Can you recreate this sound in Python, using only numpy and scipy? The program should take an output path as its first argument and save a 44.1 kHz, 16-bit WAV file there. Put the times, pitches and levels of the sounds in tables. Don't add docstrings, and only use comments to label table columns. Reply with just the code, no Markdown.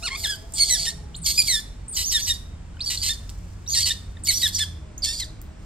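import sys
import numpy as np
from scipy import signal
from scipy.fft import rfft, irfft, next_fast_len
from scipy.io import wavfile
from scipy.ndimage import uniform_filter1d

SR = 44100
rng = np.random.default_rng(int(sys.argv[2]) if len(sys.argv) > 2 else 0)


def unload_wav(signal):
    wavfile.write(
        sys.argv[1],
        SR,
        np.round(np.clip(np.atleast_2d(signal).T, -1, 1) * 32767).astype(np.int16),
    )


N = 249165
TIME = np.arange(N) / SR
CUTOFF_HZ = 15700

CLEAR_CRIES = [ (0.023, 0.072, 1165, 808, 0.55, -28, 7, -1.5, 6.5),
               (0.103, 0.051, 1017, 1056, 0.075, -29.5, 6, -2.5, -5),
               (0.147, 0.022, 1078, 1290, -0.006, -31, -3.5, -3, 2),
               (0.238, 0.033, 2293, 1558, -0.073, -22.5, -3, -2, -4.5),
               (0.273, 0.08, 1632, 1516, 0.083, -27.5, -10, 3, 0.5),
               (0.595, 0.052, 2186, 2170, 0.017, -14, -2.5, -14.5, -4.5),
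               (0.698, 0.077, 2087, 1624, 0.07, -19, -12.5, -1, 6.5),
               (0.865, 0.036, 1865, 1808, 0.0059, -24.5, 1, 6, 4),
               (1.377, 0.045, 2465, 2357, -0.000026, -15, -6.5, -5.5, -3),
               (1.481, 0.12, 2321, 1762, -0.13, -20.5, -10, -1, 0),
               (2.136, 0.061, 1885, 1604, 0.06, -21, -12, -2, -3.5),
               (2.294, 0.04, 1855, 1731, 0.067, -20, -6, -6.5, -5),
               (3.092, 0.042, 1696, 1762, 0.098, -23, -6, -5.5, -4.5),
               (3.753, 0.048, 1951, 1935, -0.07, -18, 2, 1, 10),
               (3.896, 0.03, 1925, 1980, -0.1, -22, 4, -3.5, -12),
               (4.275, 0.04, 2194, 1813, 0.15, -16.5, 7.5, -3.5, -4),
               (4.423, 0.054, 1987, 1600, 0.064, -17, -3.5, -4, -6),
               (4.596, 0.046, 1713, 1600, 0.069, -20.5, 5, -4.5, -4.5),
               (5.059, 0.076, 1824, 1888, -0.06, -27, -7, -4, 4.5),
               (5.206, 0.039, 2180, 1567, 0.089, -31.5, -6, -3, -24)]
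# start/s, end/s, level/dB
HALF_PITCH_SPELLS = [(3.093, 3.107, -20), (3.745, 3.81, -6.5), (5.05, 5.14, -10)]
# t/s, f/Hz, level/dB
VOICE_PIPS = [(2.746, 1457, -54), (2.772, 1490, -45), (2.797, 2520, -42), (4.173, 1800, -43)]
# start/s, length/s, first f/Hz, last f/Hz, arch/octaves, level/dB, swell/dB
THIN_SQUEAKS = [ (0.782, 0.070, 4400, 4360, 0.00057, -34, -2), (1.142, 0.017, 2720, 4720, 0.054, -37.5, 11),
                (1.160, 0.034, 6860, 9000, 0.16, -39, -3.5), (1.216, 0.048, 9000, 5300, 0.12, -33.5, 17),
                (1.88, 0.098, 8260, 4570, 0.47, -33, 4), (2.039, 0.082, 5000, 4730, 0.4, -26.5, 4),
                (2.218, 0.049, 5700, 4880, 0.23, -27.5, -1), (2.804, 0.028, 3550, 5000, 0.09, -28.5, -9),
                (2.83, 0.024, 5100, 5480, 0.084, -33, 0.5), (2.856, 0.040, 4790, 4350, 0.014, -26.5, 12),
                (2.972, 0.012, 3910, 4440, 0.034, -25, -5), (3.014, 0.023, 4600, 4570, -0.00019, -25, 0),
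                (3.662, 0.01, 3540, 4180, -0.00097, -40, 2), (3.675, 0.065, 5560, 6636, 0.087, -28.5, 5),
                (3.731, 0.016, 5460, 4110, -0.14, -21, 2.5), (3.826, 0.051, 4520, 4160, 0.053, -23, -6.5),
                (4.234, 0.033, 8240, 4820, 0.22, -31, 6), (4.333, 0.053, 5390, 5870, 0.048, -26, 4),
                (4.408, 0.015, 4910, 4100, 0.015, -29, 3), (4.546, 0.035, 6040, 4400, 0.14, -26.5, -6),
                (4.977, 0.033, 5930, 7400, 0.13, -48, -36), (5.02, 0.0264, 5200, 4610, -0.095, -25.5, 16.5)]
# start/s, length/s, level/dB, extra treble from strain/dB
RASPS = [(0.148, 0.23, -34.5, 9.5), (0.541, 0.39, -29, -2), (1.225, 0.402, -31.5, 7),
         (1.921, 0.46, -36, 6.5), (2.831, 0.34, -35.5, 2), (3.677, 0.277, -33, 0.5), (4.237, 0.28, -29, 11),
         (4.511, 0.158, -31, 2), (5.014, 0.26, -33.5, -3)]
# start/s, length/s, fade-in/s, first level/dB, change in level/dB, low tones let out/dB
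BREATH_HEAVES = [ (0.228, 0.077, 0.014, -27.5, -8.5, 3), (0.564, 0.095, 0.029, -24, -1, -5),
                 (0.676, 0.100, 0.018, -25.5, -1.5, -6.5), (0.772, 0.077, 0.022, -29, -4.5, -3),
                 (0.842, 0.083, 0.016, -28.5, -7, 7), (1.256, 0.078, 0.0062, -19, -7.5, -7.5),
                 (1.362, 0.072, 0.023, -21.5, -2.5, -10.5), (1.462, 0.11, 0.019, -21.5, -6, -6.5),
                 (1.959, 0.085, 0.012, -23.5, -5.5, -0.5), (2.106, 0.119, 0.023, -21.5, -10, -2),
                 (2.260, 0.062, 0.024, -24, -2, 0.5), (2.897, 0.071, 0.0067, -26.5, -7, 3.5),
                 (3.018, 0.11, 0.017, -25.5, 2.5, -3), (3.741, 0.1, 0.0091, -21, -3, -5),
                 (3.850, 0.083, 0.012, -24, 1, 0.5), (4.263, 0.08, 0.016, -23.5, -4, 2),
                 (4.411, 0.099, 0.017, -21.5, -10, 1), (4.579, 0.07, 0.013, -24, -2.5, -1),
                 (5.034, 0.12, 0.014, -21.5, -9, -10.5), (5.190, 0.054, 0.019, -25, -8.5, -3)]
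# f/Hz, gain/dB
CRY_TONE = [(900, -18.5), (1400, -1), (1900, -4), (2700, 0.5), (3600, 4.5), (4600, 6), (5600, -1.5),
            (6900, -7), (8000, -4.5), (9600, -5), (12000, -16.5), (15500, -43)]
# f/Hz, gain/dB
RASP_TONE = [(500, -9), (1300, -15.5), (1800, -8), (2900, 6.5), (3700, 4.5), (4600, 11.5), (5600, 5.5),
             (6800, 5), (9000, 3.5), (11000, -6.5), (13000, -5), (15500, -45)]
# t/s, level/dB, centre f/Hz
SHARP_CLICKS = [(0.5227, -23.5, 7530), (3.2936, -21, 4350), (3.2992, -23.5, 6560), (5.4156, -24.5, 12000),
                (5.4234, -32.5, 8250)]
# t/s, firing rate/Hz, level/dB
ENGINE_RUN = [(1.7, 79.48, -51.5), (2.5, 81, -42.5), (3.4, 90.7, -39), (4.4, 93, -42.5),
              (4.618, 86.55, -34.5), (5.0, 69.85, -43.5), (5.65, 58.5, -55)]
# start/s, length/s, f/Hz, level/dB
FAR_HUMS = [(-0.2, 4.6, 44.57, -47.5), (0.6, 1.15, 161.5, -51.5), (-0.2, 1.5, 413, -61.5),
            (-0.2, 1.37, 671, -58), (-0.2, 1.5, 848, -63), (4.0, 2.0, 310, -61), (4.603, 1.4, 617, -64.5)]
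# f/Hz, relative level/dB
RUMBLE_TONE = [(20, -12.5), (45, 1), (64, 1), (104, -7), (359, -23.5), (700, -28.5), (1110, -30.5),
               (2120, -35.5), (4040, -42), (8800, -44), (15500, -123.5)]
# t/s, level/dB
LEAF_LEVELS = [(0, -48), (1.0, -70.5), (2.6, -73), (3.3, -58), (3.6, -63), (4.2, -67.5), (5.5, -84.5),
               (5.65, -61.5)]
# f/Hz, likeness (1 = the same)
SIDE_LIKENESS = [(80, .98), (200, .8), (500, .25), (1500, .4), (9000, .45)]
# t/s, left phase lead/rad
SIDE_DRIFT = [(0.2, -0.033), (0.7, 0.084), (1.4, -0.0071), (2.1, -0.63), (3.0, -0.14), (3.8, -0.027),
              (4.45, 0.31), (5.1, 1.46)]
# f/Hz, left phase lead/rad
MIC_PHASE = [(100, 0), (650, 1.1), (1400, -.8), (2100, -.75), (2900, -.1), (4400, -.7), (6000, -2.5),
             (6900, -5.2), (7700, -6.3), (10600, -9.4), (11700, -10.2), (12700, -12.4)]
# f/Hz, left minus right/dB
MIC_BALANCE = [(60, -.5), (200, -2), (600, 1.3), (2000, 1), (3800, -1), (5500, -5.5), (7200, .5), (9000, 0)]


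def cry(start, length, first_hz, last_hz, arch, mid_db, swell_db, base_db, overtones_db,
        jitter=0.01, tremor=0.011, shimmer_db=3.5, fade_s=0.003, ends_weak_db=7.5, ends_dull_db=7):
    at, progress, fade = sound_span(start, length, fade_s, 2 * fade_s)
    slack = 1 - hump(progress)
    level_db = mid_db + swell_db * (progress - .5) - ends_weak_db * slack
    bright_db = overtones_db - ends_dull_db * slack
    pitch = glide(progress, first_hz, last_hz, arch)
    pitch *= 1 + tremor * wobble(88, len(at))
    multiples = np.arange(1, 17)[:, None] / 2
    halves = sum(from_db(db) * (TIME[at] > begin) * (TIME[at] < end)
                 for begin, end, db in HALF_PITCH_SPELLS)
    gains = from_db(at_hz(CRY_TONE, multiples * pitch)) * (multiples * pitch < CUTOFF_HZ)
    gains *= np.where(multiples % 1, uniform_filter1d(halves, size=300), 1)
    gains[1] *= from_db(base_db)
    upper = multiples[:, 0] > 2
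    low_to_high = np.linalg.norm(gains[~upper], axis=0) / np.linalg.norm(gains[upper], axis=0)
    gains[upper] *= from_db(bright_db) * low_to_high
    gains /= np.linalg.norm(gains, axis=0)
    phase = uneven_phase(pitch, jitter, jitter_hz=350)
    wave = np.sqrt(2) * (gains * np.sin(multiples * phase)).sum(0)
    level_db += shimmer_db * np.tanh(wobble(150, len(at)))
    return place(at, wave * fade * from_db(level_db))


def pips(length_s=0.0094):
    return sum(cry(middle - length_s / 2, length_s, hz, hz, arch=0, mid_db=db, swell_db=0,
                   base_db=8, overtones_db=-18, jitter=0.025, fade_s=0.0024)
               for middle, hz, db in VOICE_PIPS)


def squeak(start, length, first_hz, last_hz, arch, mid_db, swell_db,
           jitter=0.018, fray_hz=5500, shimmer_db=4.5, octave_db=-17, fade_s=0.0036):
    at, progress, fade = sound_span(start, length, fade_s, fade_s)
    pitch = glide(progress, first_hz, last_hz, arch)
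    phase = uneven_phase(pitch, jitter * pitch / fray_hz, jitter_hz=600)
    octave = from_db(octave_db) * np.sin(2 * phase) * (2 * pitch < CUTOFF_HZ)
    wave = np.sqrt(2) * (np.sin(phase) + octave)
    level_db = mid_db + swell_db * (progress - .5) + shimmer_db * np.tanh(wobble(310, len(at)))
    return place(at, wave * fade * from_db(level_db))


def rasp(start, length, thin_db, strain_db, push, low_push, tight_hz=2365, open_hz=1965,
         shut_db=-22.5, hiss_db=-11, shimmer_db=5.2, flutter_db=2.0, mouth_hz=3200, treble_hz=10000):
    at, _, fade = sound_span(start, length, attack_s=0.039, release_s=0.045)
    level = np.hypot(from_db(thin_db), push[at])
    opening = from_db(shut_db) + low_push[at] * push[at] / level ** 2
    pitch = tight_hz + (open_hz - tight_hz) * np.minimum(opening, 1)
    phase = uneven_phase(pitch, jitter=0.0445, jitter_hz=400)
    folds = np.cos(np.arange(1, 8)[:, None] * phase).sum(0)
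    folds = rms_one(folds * (1 + .8 * wobble(60, len(at)) * np.cos(phase / 2)))
    breath = from_db(hiss_db) * rng.standard_normal(len(at))
    source = (folds + breath) * from_db(shimmer_db * wobble(930, len(at)))
    voice = filtered(source, lambda hz: from_db(
        at_hz(RASP_TONE, hz) + strain_db * (1 - low_pass(hz, treble_hz, 10))))
    voice /= np.sqrt(uniform_filter1d(voice ** 2, size=160) + 1e-12)
    low_tones = filtered(voice, lambda hz: low_pass(hz, mouth_hz, 20))
    voice += (opening - 1) * low_tones
    flutter = from_db(flutter_db * np.tanh(wobble(87, len(at))))
    return place(at, voice * fade * level * flutter)


def heaves():
    push, low_push = np.zeros((2, N))
    for start, length, attack_s, first_db, change_db, low_db in BREATH_HEAVES:
        at, progress, fade = sound_span(start, length, attack_s, release_s=0.015)
        force = fade * from_db(first_db + change_db * progress)
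        push[at] += force
        low_push[at] += force * from_db(low_db)
    return push, low_push


def crying(fade_s=0.0061):
    spans = (sound_span(start, length, fade_s, fade_s) for start, length, *_ in CLEAR_CRIES)
    return sum(place(at, fade) for at, _, fade in spans)


def opening_hiss(start_s=.537, decay_s=.06, level_db=-28, centre_hz=8300, width_hz=1000):
    noise = filtered(rng.standard_normal(N), lambda hz: 1 / (1 + ((hz - centre_hz) / width_hz) ** 2))
    return from_db(level_db) * rms_one(noise) * dying_away(start_s, decay_s)


def sharp_clicks(decay_s=0.0021, gain_db=-5, width_octaves=0.76):
    out = np.zeros(N)
    for start, level_db, centre_hz in SHARP_CLICKS:
        burst = rng.standard_normal(N) * dying_away(start, decay_s)
        burst = filtered(burst, lambda hz: np.exp(
            -.5 * (np.log2((hz + 1) / centre_hz) / width_octaves) ** 2))
        out += from_db(level_db + gain_db) * burst / np.abs(burst).max()
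    return out


def yard_echo(x, tail_s=0.46, treble_tail_s=0.43, treble_hz=8000, tail_db=-15,
              early_db=-13, early_s=0.031, gap_s=0.00044):
    t = TIME[:SR]
    noise = diffuse_noise(SR)
    dull = filtered(noise, lambda hz: low_pass(hz, treble_hz, 4))
    treble = noise - dull
    tail = (dull * from_db(-60 * t / tail_s) + treble * from_db(-60 * t / treble_tail_s)) * (t > gap_s)
    early = diffuse_noise(SR) * np.exp(-t / early_s) * (t > gap_s)
    echo = (from_db(tail_db) * rms_one(tail) + from_db(early_db) * rms_one(early)) / np.sqrt(SR)
    return x + signal.fftconvolve(x[None], echo, axes=1)[:, :N]


def far_engine(gain_db=-1, octave_db=-14, fade_s=0.22):
    times, firing_hz, level_db = np.transpose(ENGINE_RUN)
    phase = uneven_phase(np.interp(TIME, times, firing_hz), jitter=0.0187, jitter_hz=8.5)
    fade_in = np.clip((TIME - times[0]) / fade_s, 0, 1)
    level = fade_in * from_db(np.interp(TIME, times, level_db) + gain_db)
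    return np.sqrt(2) * level * (np.sin(phase) + from_db(octave_db) * np.sin(2 * phase))


def far_hums(waver_db=5.0):
    out = np.zeros(N)
    for start, length, hz, level_db in FAR_HUMS:
        at, _, fade = sound_span(start, length, attack_s=0.3, release_s=0.34)
        level = fade * from_db(level_db + waver_db * wobble(18, len(at)))
        phase = uneven_phase(np.full(len(at), hz), jitter=0.02016, jitter_hz=10.36)
        out[at] += level * np.sin(phase)
    return np.sqrt(2) * out


def rumble(level_db=-39):
    noise = filtered(diffuse_noise(N), lambda hz: from_db(at_hz(RUMBLE_TONE, hz)))
    return from_db(level_db) * rms_one(noise)


def leaves(centre_hz=6000, flicker_db=2.2):
    rustle = filtered(diffuse_noise(N), lambda hz: 1 / (1 + (hz / centre_hz - centre_hz / (hz + 1)) ** 2))
    return rms_one(rustle) * from_db(over_time(LEAF_LEVELS) + flicker_db * wobble(30, N))


def diffuse_noise(size):
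    shared, opposed = rng.standard_normal((2, size))
    shared = filtered(shared, lambda hz: np.sqrt((1 + at_hz(SIDE_LIKENESS, hz)) / 2))
    opposed = filtered(opposed, lambda hz: np.sqrt((1 - at_hz(SIDE_LIKENESS, hz)) / 2))
    return shared + opposed * [[1], [-1]]


def from_db(db):
    return 10 ** (np.asarray(db) / 20)


def rms_one(x):
    return x / np.sqrt(np.mean(x ** 2) + 1e-20)


def at_hz(points, hz):
    f, value = np.transpose(points)
    return np.interp(np.log(np.maximum(hz, 1)), np.log(f), value)


def over_time(points):
    return np.interp(TIME, *np.transpose(points))


def low_pass(hz, edge_hz, steepness):
    return 1 / (1 + (hz / edge_hz) ** steepness)


def filtered(x, response):
    size = next_fast_len(x.shape[-1] + 2048)
    hz = np.arange(size // 2 + 1) * SR / size
    return irfft(rfft(x, size) * response(hz), size)[..., :x.shape[-1]]


def wobble(rate_hz, size):
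    return rms_one(filtered(rng.standard_normal(size), lambda hz: low_pass(hz, rate_hz, 2)))


def uneven_phase(pitch, jitter, jitter_hz):
    return 2 * np.pi * np.cumsum(pitch * (1 + jitter * wobble(jitter_hz, len(pitch)))) / SR


def hump(progress):
    return 1 - (2 * progress - 1) ** 2


def glide(progress, first_hz, last_hz, arch):
    return first_hz * (last_hz / first_hz) ** progress * 2 ** (arch * hump(progress))


def sound_span(start, length, attack_s, release_s):
    at = np.flatnonzero((TIME > start) & (TIME < start + length))
    age = TIME[at] - start
    edge = np.clip(np.minimum(age / attack_s, (length - age) / release_s), 0, 1)
    return at, age / length, np.sin(edge * np.pi / 2) ** 2


def dying_away(start, decay_s):
    return (TIME >= start) * np.exp(-np.abs(TIME - start) / decay_s)


def place(at, sound):
    return np.bincount(at, sound, N)


def side_drift(x, low_hz=1200, high_hz=6500):
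    band = filtered(x, lambda hz: low_pass(hz, high_hz, 20) - low_pass(hz, low_hz, 10))
    shift = np.exp(1j * np.array([[.5], [-.5]]) * over_time(SIDE_DRIFT))
    shifted = (signal.hilbert(band, next_fast_len(N))[:, :N] * shift).real
    return x - band + shifted


def scene(squeak_db=-1, rasp_db=0.5, rasp_dip_db=-8):
    push, low_push = heaves()
    monkey = sum(cry(*row) for row in CLEAR_CRIES) + pips() + opening_hiss()
    monkey += from_db(squeak_db) * sum(squeak(*row) for row in THIN_SQUEAKS)
    rasp_gain = from_db(rasp_db + rasp_dip_db * crying())
    monkey += rasp_gain * sum(rasp(*row, push, low_push) for row in RASPS)
    return yard_echo(monkey + sharp_clicks()) + far_engine() + far_hums() + rumble() + leaves()


def record(dry):
    sides = np.array([[.5], [-.5]])
    heard = filtered(side_drift(dry), lambda hz: (
        from_db(sides * at_hz(MIC_BALANCE, hz)) * np.exp(1j * sides * at_hz(MIC_PHASE, hz))))
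    return filtered(heard, lambda hz: np.sqrt(low_pass(hz, CUTOFF_HZ, 200)))


dry = scene()
out = record(dry)
unload_wav(out)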